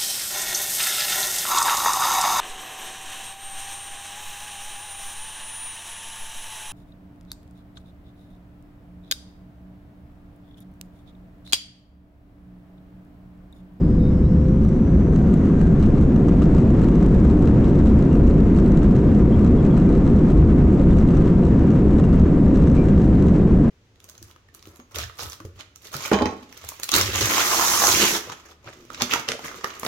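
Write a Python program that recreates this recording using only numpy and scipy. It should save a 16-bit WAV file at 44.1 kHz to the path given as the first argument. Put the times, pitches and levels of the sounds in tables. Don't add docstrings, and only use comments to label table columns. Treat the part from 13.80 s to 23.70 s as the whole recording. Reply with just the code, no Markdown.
import sys
import numpy as np
from scipy import signal
from scipy.fft import rfft, irfft
from scipy.io import wavfile
from scipy.ndimage import uniform_filter1d, minimum_filter1d

SR = 44100
rng = np.random.default_rng(int(sys.argv[2]) if len(sys.argv) > 2 else 0)


def file_out(sig):
    cols = np.atleast_2d(sig).T
    lim = np.clip(cols, -1, 1)
    pcm = np.round(lim * 32767).astype(np.int16)
    wavfile.write(sys.argv[1], SR, pcm)


N = 436590
TIME = np.arange(N) / SR
FREQS = np.maximum(np.fft.rfftfreq(N, 1 / SR), 1)

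# time_s [s], whine_hz [Hz], whine_db [dB], thrust [0-1]
SPOOL = [(0, 4970, -68, 0.05), (.5, 5400, -67.5, 0.08), (.9, 5780, -67.5, 0.24), (1.2, 6030, -66, 0.5),
         (1.5, 6500, -67, 0.78), (2, 6720, -70, 0.72), (2.5, 7120, -71, 0.95), (2.8, 7120, -71, 0.98),
         (9.9, 7470, -71.5, 0.99)]
# start_s [s], level_db [dB, relative], edge_db [dB of extra treble]
KNOCKS = [(0.6838, -44.5, -2), (0.8507, -40, -3), (0.8914, -44.5, -1), (1.361, -37, -2), (1.54, -37, 7),
          (1.6552, -41.5, 2), (1.8144, -36, 4), (1.8714, -41, -2), (2.0263, -34.5, 0), (2.0337, -38, 0),
          (2.056, -39.5, -2), (2.063, -40, -2), (2.181, -40, -6), (2.212, -38.5, 4), (2.362, -40.5, 3),
          (2.4848, -36, -1), (2.492, -37.5, -3), (2.62, -36.5, 0), (2.6226, -36, -3), (2.6293, -37.5, 0),
          (2.639, -39, -4), (2.656, -42, -5), (2.7485, -38.5, -2), (2.7684, -41.5, 1), (2.7814, -36, 2),
          (2.805, -42, -4), (2.905, -39, 2), (2.9943, -39, 0), (3.017, -38, 3), (3.0293, -42, 0),
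          (3.0365, -38.5, 1), (3.044, -38.5, 1), (3.0858, -37.5, 3), (3.1474, -41, 0), (3.155, -39.5, 0),
          (3.2274, -34.5, -5), (3.2632, -39, 8), (3.3468, -40.5, 3), (3.4, -40, 0), (3.453, -39, -2),
          (3.5004, -39.5, -9), (3.5114, -37.5, -3), (3.5922, -40.5, 8), (3.6245, -38, 2),
          (3.6567, -39.5, 3), (3.6741, -36.5, -7), (3.8438, -39, -2), (3.853, -37.5, -5),
          (3.897, -37.5, -6), (3.955, -39.5, -7), (3.9893, -40.5, 2), (4.061, -40, -2), (4.071, -35.5, 0),
          (4.1904, -41, -2), (4.225, -38.5, -1), (4.3296, -39, -4), (4.354, -38.5, -2), (4.4787, -37, -3),
          (4.51, -38.5, -4), (4.6047, -39.5, 4), (4.7644, -38.5, 5), (4.7736, -38, 0), (4.7872, -36, 2),
          (4.8609, -39, 5), (4.92, -38, -2), (4.973, -35, 1), (5.0313, -36, -1), (5.044, -39, -1),
          (5.1106, -41, -3), (5.1572, -38.5, -4), (5.1642, -36.5, -1), (5.3484, -39.5, -4),
          (5.3953, -41, -3), (5.5934, -38.5, -8), (5.6465, -35.5, 2), (5.6641, -40, 1), (5.6755, -37.5, -2),
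          (5.8512, -40, 3), (5.865, -41.5, 1), (5.9763, -35, 1), (5.9998, -39.5, -3), (6.0914, -40.5, -2),
          (6.1274, -41.5, 0), (6.152, -37, 1), (6.266, -37, -5), (6.2759, -39.5, -2), (6.3615, -41.5, -2),
          (6.37, -41.5, 0), (6.3893, -41, 2), (6.4855, -39.5, 0), (6.502, -39, 0), (6.5179, -38, 1),
          (6.5762, -39.5, 1), (6.9255, -39.5, 0), (6.9971, -40, -2), (7.1077, -40.5, 0), (7.1311, -39, 5),
          (7.1863, -34.5, 1), (7.2877, -37, 2), (7.3067, -40, -2), (7.3496, -40, -5), (7.371, -35, -4),
          (7.4118, -40.5, 0), (7.421, -39.5, -2), (7.472, -37, -5), (7.4792, -38, -3), (7.653, -36.5, -2),
          (7.666, -38, -2), (7.7942, -41, -3), (7.905, -37, 4), (7.9554, -40, -7), (8.1074, -40, -3),
          (8.1835, -39.5, 1), (8.1986, -36, -1), (8.241, -37, -8), (8.3287, -39, 0), (8.3432, -40, -6),
          (8.3973, -38.5, 3), (8.681, -39, -6), (8.7584, -38, -3), (8.772, -34, 1), (8.8236, -37.5, -3),
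          (8.8384, -37.5, -2), (8.873, -37, -2), (8.8817, -39.5, -3), (8.8996, -36.5, -8), (8.95, -37, -1),
          (8.9584, -38.5, -2), (8.9674, -37.5, -5), (9.055, -41, 4), (9.0855, -36.5, -2),
          (9.1786, -36.5, -3), (9.2174, -38, -3), (9.245, -39.5, -6), (9.2578, -41, -1), (9.355, -41.5, -4),
          (9.4247, -38, 1), (9.4843, -35.5, -3), (9.562, -37.5, -5)]


def undb(db):
    return 10 ** (np.asarray(db) / 20)


def unit(x):
    return x / np.sqrt(np.mean(x ** 2))


def curves(rows):
    time_s, *columns = np.transpose(rows)
    return [np.interp(TIME, time_s, column) for column in columns]


def colour(points):
    hz, db = np.transpose(points)
    return undb(np.interp(np.log(FREQS), np.log(hz), db))


def resonances(modes):
    return undb(sum(db / (1 + (2 * (FREQS - hz) / width) ** 2) for hz, width, db in modes))


def shaped(x, gain):
    return irfft(rfft(x) * gain, N)


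def walk(rate):
    return unit(shaped(rng.standard_normal(N), np.exp(-.5 * (FREQS / rate) ** 2)))


def hump(s, half_s):
    return np.exp(-np.minimum(((TIME - s) / half_s) ** 2, 40))


def ports(pair, gain):
    # pitch_hz [Hz], side_minus_mid_db [dB]
    width_points = [(30, -28.5), (125, -27), (250, -21.5), (500, -13.5), (1000, -7.5), (2000, -8),
                    (4000, -3.5), (8000, -7)]
    # pitch_hz [Hz], left_minus_right_db [dB]
    lean_points = [(60, 0.55), (150, 0.06), (500, 0.7), (1000, 2.5), (4000, 1.5), (8000, 1.2), (12000, 3.5)]
    mid, side = rfft(pair) * gain
    side = side * colour(width_points)
    lean = np.sqrt(colour(lean_points))
    left = (mid + side) * lean
    right = (mid - side) / lean
    return irfft(np.array([left, right]), N) / np.std(irfft(mid, N))


def through_cabin(spectrum, steady_s):
    # pitch_hz [Hz], width_hz [Hz], level_db [dB]
    cabin_modes = [(101, 17, 0.5), (165.1, 9.9, 3), (211.7, 24, 2.5), (290, 30, 1.5), (368, 17, -1),
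                   (390, 41, 3), (452.4, 19, 4), (1200, 60, 1), (2770, 67, 2)]
    rolloff = 1 / (1 + (FREQS / spectrum[-1][0]) ** 10)
    x = ports(rng.standard_normal((2, N)), colour(spectrum) * resonances(cabin_modes) * rolloff)
    size = int(steady_s * SR)
    power = uniform_filter1d(uniform_filter1d(np.mean(x ** 2, axis=0), size), size)
    return x / np.sqrt(power)


def tone(hz, blur_hz, blur_rate):
    phase = 2 * np.pi * np.cumsum(hz + blur_hz * walk(blur_rate)) / SR
    return np.sqrt(2) * np.sin(np.array([phase, phase + 1.4 * np.minimum(hz / 1200, 1)]))


def vents(thrust):
    # [dB per Hz, relative]
    air_spectrum = [(1000, 2.5), (2500, 0.5), (4000, 2), (4800, -3.5), (6500, -3), (8200, -2),
                    (9200, -21.5), (12000, -18), (15000, -38.5)]
    return ports(rng.standard_normal((2, N)), colour(air_spectrum)) * undb(-64.0 + 0.8 * thrust)


def trim_squeaks():
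    # [Hz of pitch waver, relative]
    squeak_rows = [(.185, 0.16, 3740, 3690, -62, 60), (.425, .062, 3720, 4000, -64, 45),
                   (4.305, .07, 2820, 2760, -57, 40), (5.518, 0.055, 3090, 3320, -54.5, 130),
                   (5.77, 0.049, 3320, 3360, -59, 40), (5.89, .055, 2340, 2340, -54.5, 35),
                   (5.897, 0.06, 3290, 3330, -60, 40), (6.065, .06, 2340, 2400, -55, 35),
                   (7.097, 0.048, 3520, 3630, -60, 69.6), (8.96, .085, 2380, 2345, -49, 70),
                   (9.605, 0.083, 3670, 3770, -65, 12)]
    slip_hz, slip_spread = 160, 0.13
    out = np.zeros((2, N))
    slip = np.sin(2 * np.pi * np.cumsum(slip_hz * (1 + slip_spread * walk(40))) / SR)
    waver = 0.97 * slip + 0.52 * walk(200)
    for start_s, length_s, start_hz, end_hz, level_db, rough_hz in squeak_rows:
        span = slice(int(start_s * SR), min(int((start_s + length_s) * SR), N))
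        progress = np.linspace(0, 1, span.stop - span.start)
        hz = start_hz + (end_hz - start_hz) * progress + rough_hz * waver[span]
        phase = 2 * np.pi * np.cumsum(hz) / SR
        swell = np.sin(np.pi * progress ** 0.7)
        out[:, span] += undb(level_db) * swell * np.sin(np.array([phase, phase + 0.72]))
    return out * undb(3.0 + 3 * slip + 2 * walk(90))


def trim_taps(thrust):
    chatter_db, chatter_idle_db = -61.25, -21.5
    flex_hz, flex_spread, flex_db = 9.2, 0.29, 6.5
    bout_db, bout_rate = 2, 3.5
    flurry_db, flurry_s, flurry_lag_s = -7.5, 0.044, 0.003
    tap_gap_s, scatter_db = .0085, 4

    flex = np.sin(2 * np.pi * np.cumsum(flex_hz * (1 + flex_spread * walk(1.7))) / SR)
    bouts = np.minimum(walk(bout_rate), 1)
    shaking_db = chatter_db + chatter_idle_db * (1 - thrust) + flex_db * flex + bout_db * bouts
    shaking = undb(shaking_db)
    for s, db, _ in KNOCKS:
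        shaking = np.maximum(shaking, undb(db + flurry_db) * hump(s + flurry_lag_s, flurry_s))
    cycles = np.cumsum(np.maximum(1 + 0.43 * walk(80), 0)) / (tap_gap_s * SR)
    strength = undb(scatter_db * np.minimum(rng.standard_normal(N), 1.3))
    taps = np.diff(np.floor(cycles), prepend=0) * strength
    return (taps * shaking) ** 2


def cracks(contacts, edge_db, body_db, press_s=0.0012, ring_s=0.002, grit_db=-2.0):
    # [dB per Hz, relative]
    rattle_spectrum = [(500, -0.5), (1200, 16.5), (2200, 6), (3300, -0.5), (4700, -2), (6000, 0),
                       (8200, -1), (9200, -22.5), (10900, -17.5), (13200, -16.5), (15000, -36)]
    # pitch_hz [Hz], width_hz [Hz], level_db [dB]
    trim_modes = [(1230, 170, 7), (2800, 160, 9.5), (3200, 160, 4.5), (3940, 720, 8), (5950, 350, 4),
                  (7150, 300, 1.5), (8050, 300, 2.5), (10700, 1400, 8.5)]
    edge_hz, body_hz = 7600, 2600

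    energy = signal.lfilter([1], [1, -np.exp(-2 / (ring_s * SR))], contacts + 1e-18)
    press = signal.windows.hann(int(2 * press_s * SR) + 3)
    energy = np.convolve(energy, press / press.sum(), "same")
    grit = np.sqrt(energy) * unit(undb(grit_db * walk(2500))) * rng.standard_normal((2, N))
    x = ports(grit, colour(rattle_spectrum) * resonances(trim_modes)) * np.std(grit[0])
    edge = shaped(x, 1 - 1 / (1 + (FREQS / edge_hz) ** 10))
    body = shaped(x, 1 / (1 + (FREQS / body_hz) ** 4))
    return x + edge * (undb(edge_db) - 1) + body * (undb(body_db) - 1)


def trim_rattle(thrust, knock_db=0.5, knock_body_db=3.5, tap_edge_db=-3.0, tap_body_db=-2, variety_db=3.5):
    knocks = np.zeros(N)
    for s, db, _ in KNOCKS:
        knocks[int(s * SR)] += undb(db + knock_db) ** 2
    knock_edge_db = curves(KNOCKS)[-1]
    edge_db = tap_edge_db + variety_db * walk(40)
    body_db = tap_body_db + variety_db * walk(40)
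    taps = cracks(trim_taps(thrust), edge_db, body_db)
    return cracks(knocks, knock_edge_db, knock_body_db) + taps


def engines():
    # time_s [s], pitch_hz [Hz], level_db [dB]
    drone = [(0, 157.7, -46), (.4, 161, -34.5), (.9, 163.5, -32.5), (1.4, 178, -46)]
    hum = [(0, 491, -47), (.25, 500, -35.5), (.45, 507.5, -41.5), (.72, 517, -37), (1.02, 527, -44.5),
           (1.3, 535, -45)]
    fan = [(1.2, 1560, -69), (1.42, 1560, -54.5), (1.56, 1590, -64), (1.68, 1614, -56), (1.77, 1593, -50.5),
           (1.91, 1630, -49), (1.94, 1640, -60)]
    full_fan = [(5.5, 1192, -52.5), (6.8, 1230, -57), (7.4, 1232, -50), (8, 1220, -62.5), (9.9, 1247, -65)]
    fan_rush = [(1.2, 1413, -68), (1.42, 1440, -55.5), (1.85, 1462, -56), (2.1, 1490, -63)]
    howl = [(1.9, 916, -64.5), (2.5, 911, -52), (9.9, 929.6, -53)]
    tracks = ((drone, 0.004), (hum, 0.0024), (fan, .006), (full_fan, .006), (fan_rush, 0.051), (howl, .028))

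    whine_hz, whine_db, thrust = curves(SPOOL)
    narrow = undb(-5 - 7.5 * thrust) * tone(whine_hz, blur_hz=45, blur_rate=58)
    wide = undb(-0.5) * tone(whine_hz, blur_hz=240 + 170 * thrust, blur_rate=360)
    out = (narrow + wide) * undb(whine_db + 1.2 * walk(35))
    for track, blur in tracks:
        hz, db = curves(track)
        within = (TIME >= track[0][0]) & (TIME <= track[-1][0])
        sounding = uniform_filter1d(1. * within, size=4000)
        rate = 4 + 1.5 * blur * track[0][1]
        level = sounding * undb(db + 0.77 * walk(rate))
        out = out + level * tone(hz, blur_hz=blur * hz, blur_rate=rate)
    return out


def fuselage(thrust):
    # [dB per Hz, relative]
    rumble_spectrum = [(8, -16.5), (20, -4), (30, -12), (38, -10.5), (46, 2), (57, -7), (72, 0.5), (88, -9),
                       (105, -10), (150, -31)]
    boom_spectrum = [(70, -27), (100, -10), (125, -2.5), (165, -1), (220, -2.5), (300, -6.5), (390, -11.5),
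                     (430, -18.5), (520, -18.5), (620, -28.5), (800, -47), (1200, -74.5)]
    roar_spectrum = [(300, -16), (550, -0.5), (720, 3.5), (780, -2), (850, -5.5), (910, -2), (1250, -7.5),
                     (1450, -9.5), (2100, -16.5), (3000, -25), (4500, -33), (8000, -34.5)]
    # middle_s [s], half_length_s [s], extra_db [dB]
    bump_rows = [(1.5, 0.21, 0.5), (2.696, 0.06, 3.5), (3.615, .28, 2), (4.45, 0.058, 4.5),
                 (5.003, .13, 2.5), (5.96, 0.38, 1), (6.6, 0.27, 3), (7.298, 0.18, 3), (8.549, 0.65, 1),
                 (9.549, 0.26, 1.5)]

    wheels_db = -19 + 1.2 * walk(1.5)
    wheels_db = wheels_db + sum(db * hump(s, half_s) for s, half_s, db in bump_rows)
    wheels = through_cabin(rumble_spectrum, steady_s=0.33) * undb(wheels_db)

    boom_db = -14.5 - 1.35 * (1 - thrust)
    upper_db = -7.5 * (1 - thrust) + 1 * hump(4.7, half_s=0.93)
    boom = through_cabin(boom_spectrum, steady_s=0.19)
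    upper = shaped(boom, 1 - 1 / (1 + (FREQS / 260) ** 4))
    boom = (boom + upper * (undb(upper_db) - 1)) * undb(boom_db)

    roar_db = -36.5 - 8 * (1 - thrust) + 0.83 * walk(29.0)
    roar = through_cabin(roar_spectrum, steady_s=0.032) * undb(roar_db)
    return wheels + boom + roar


def scene():
    thrust = curves(SPOOL)[-1]
    return vents(thrust) + trim_squeaks() + trim_rattle(thrust) + engines() + fuselage(thrust)


def record(dry):
    top_hz, fade_s = 15300, 0.006
    knee = undb(-6.5)
    peak = np.maximum(np.abs(dry).max(axis=0), knee)
    gain = minimum_filter1d((knee / peak) ** 0.48, size=700)
    gain = uniform_filter1d(uniform_filter1d(gain, size=350), size=350)
    fade = np.minimum(np.minimum(TIME, TIME[-1] - TIME) / fade_s, 1)
    top_cut = signal.ellip(8, .2, 70, top_hz, fs=SR, output="sos")
    return signal.sosfilt(top_cut, dry * gain * fade * undb(1.18))


dry = scene()
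out = record(dry)
file_out(out)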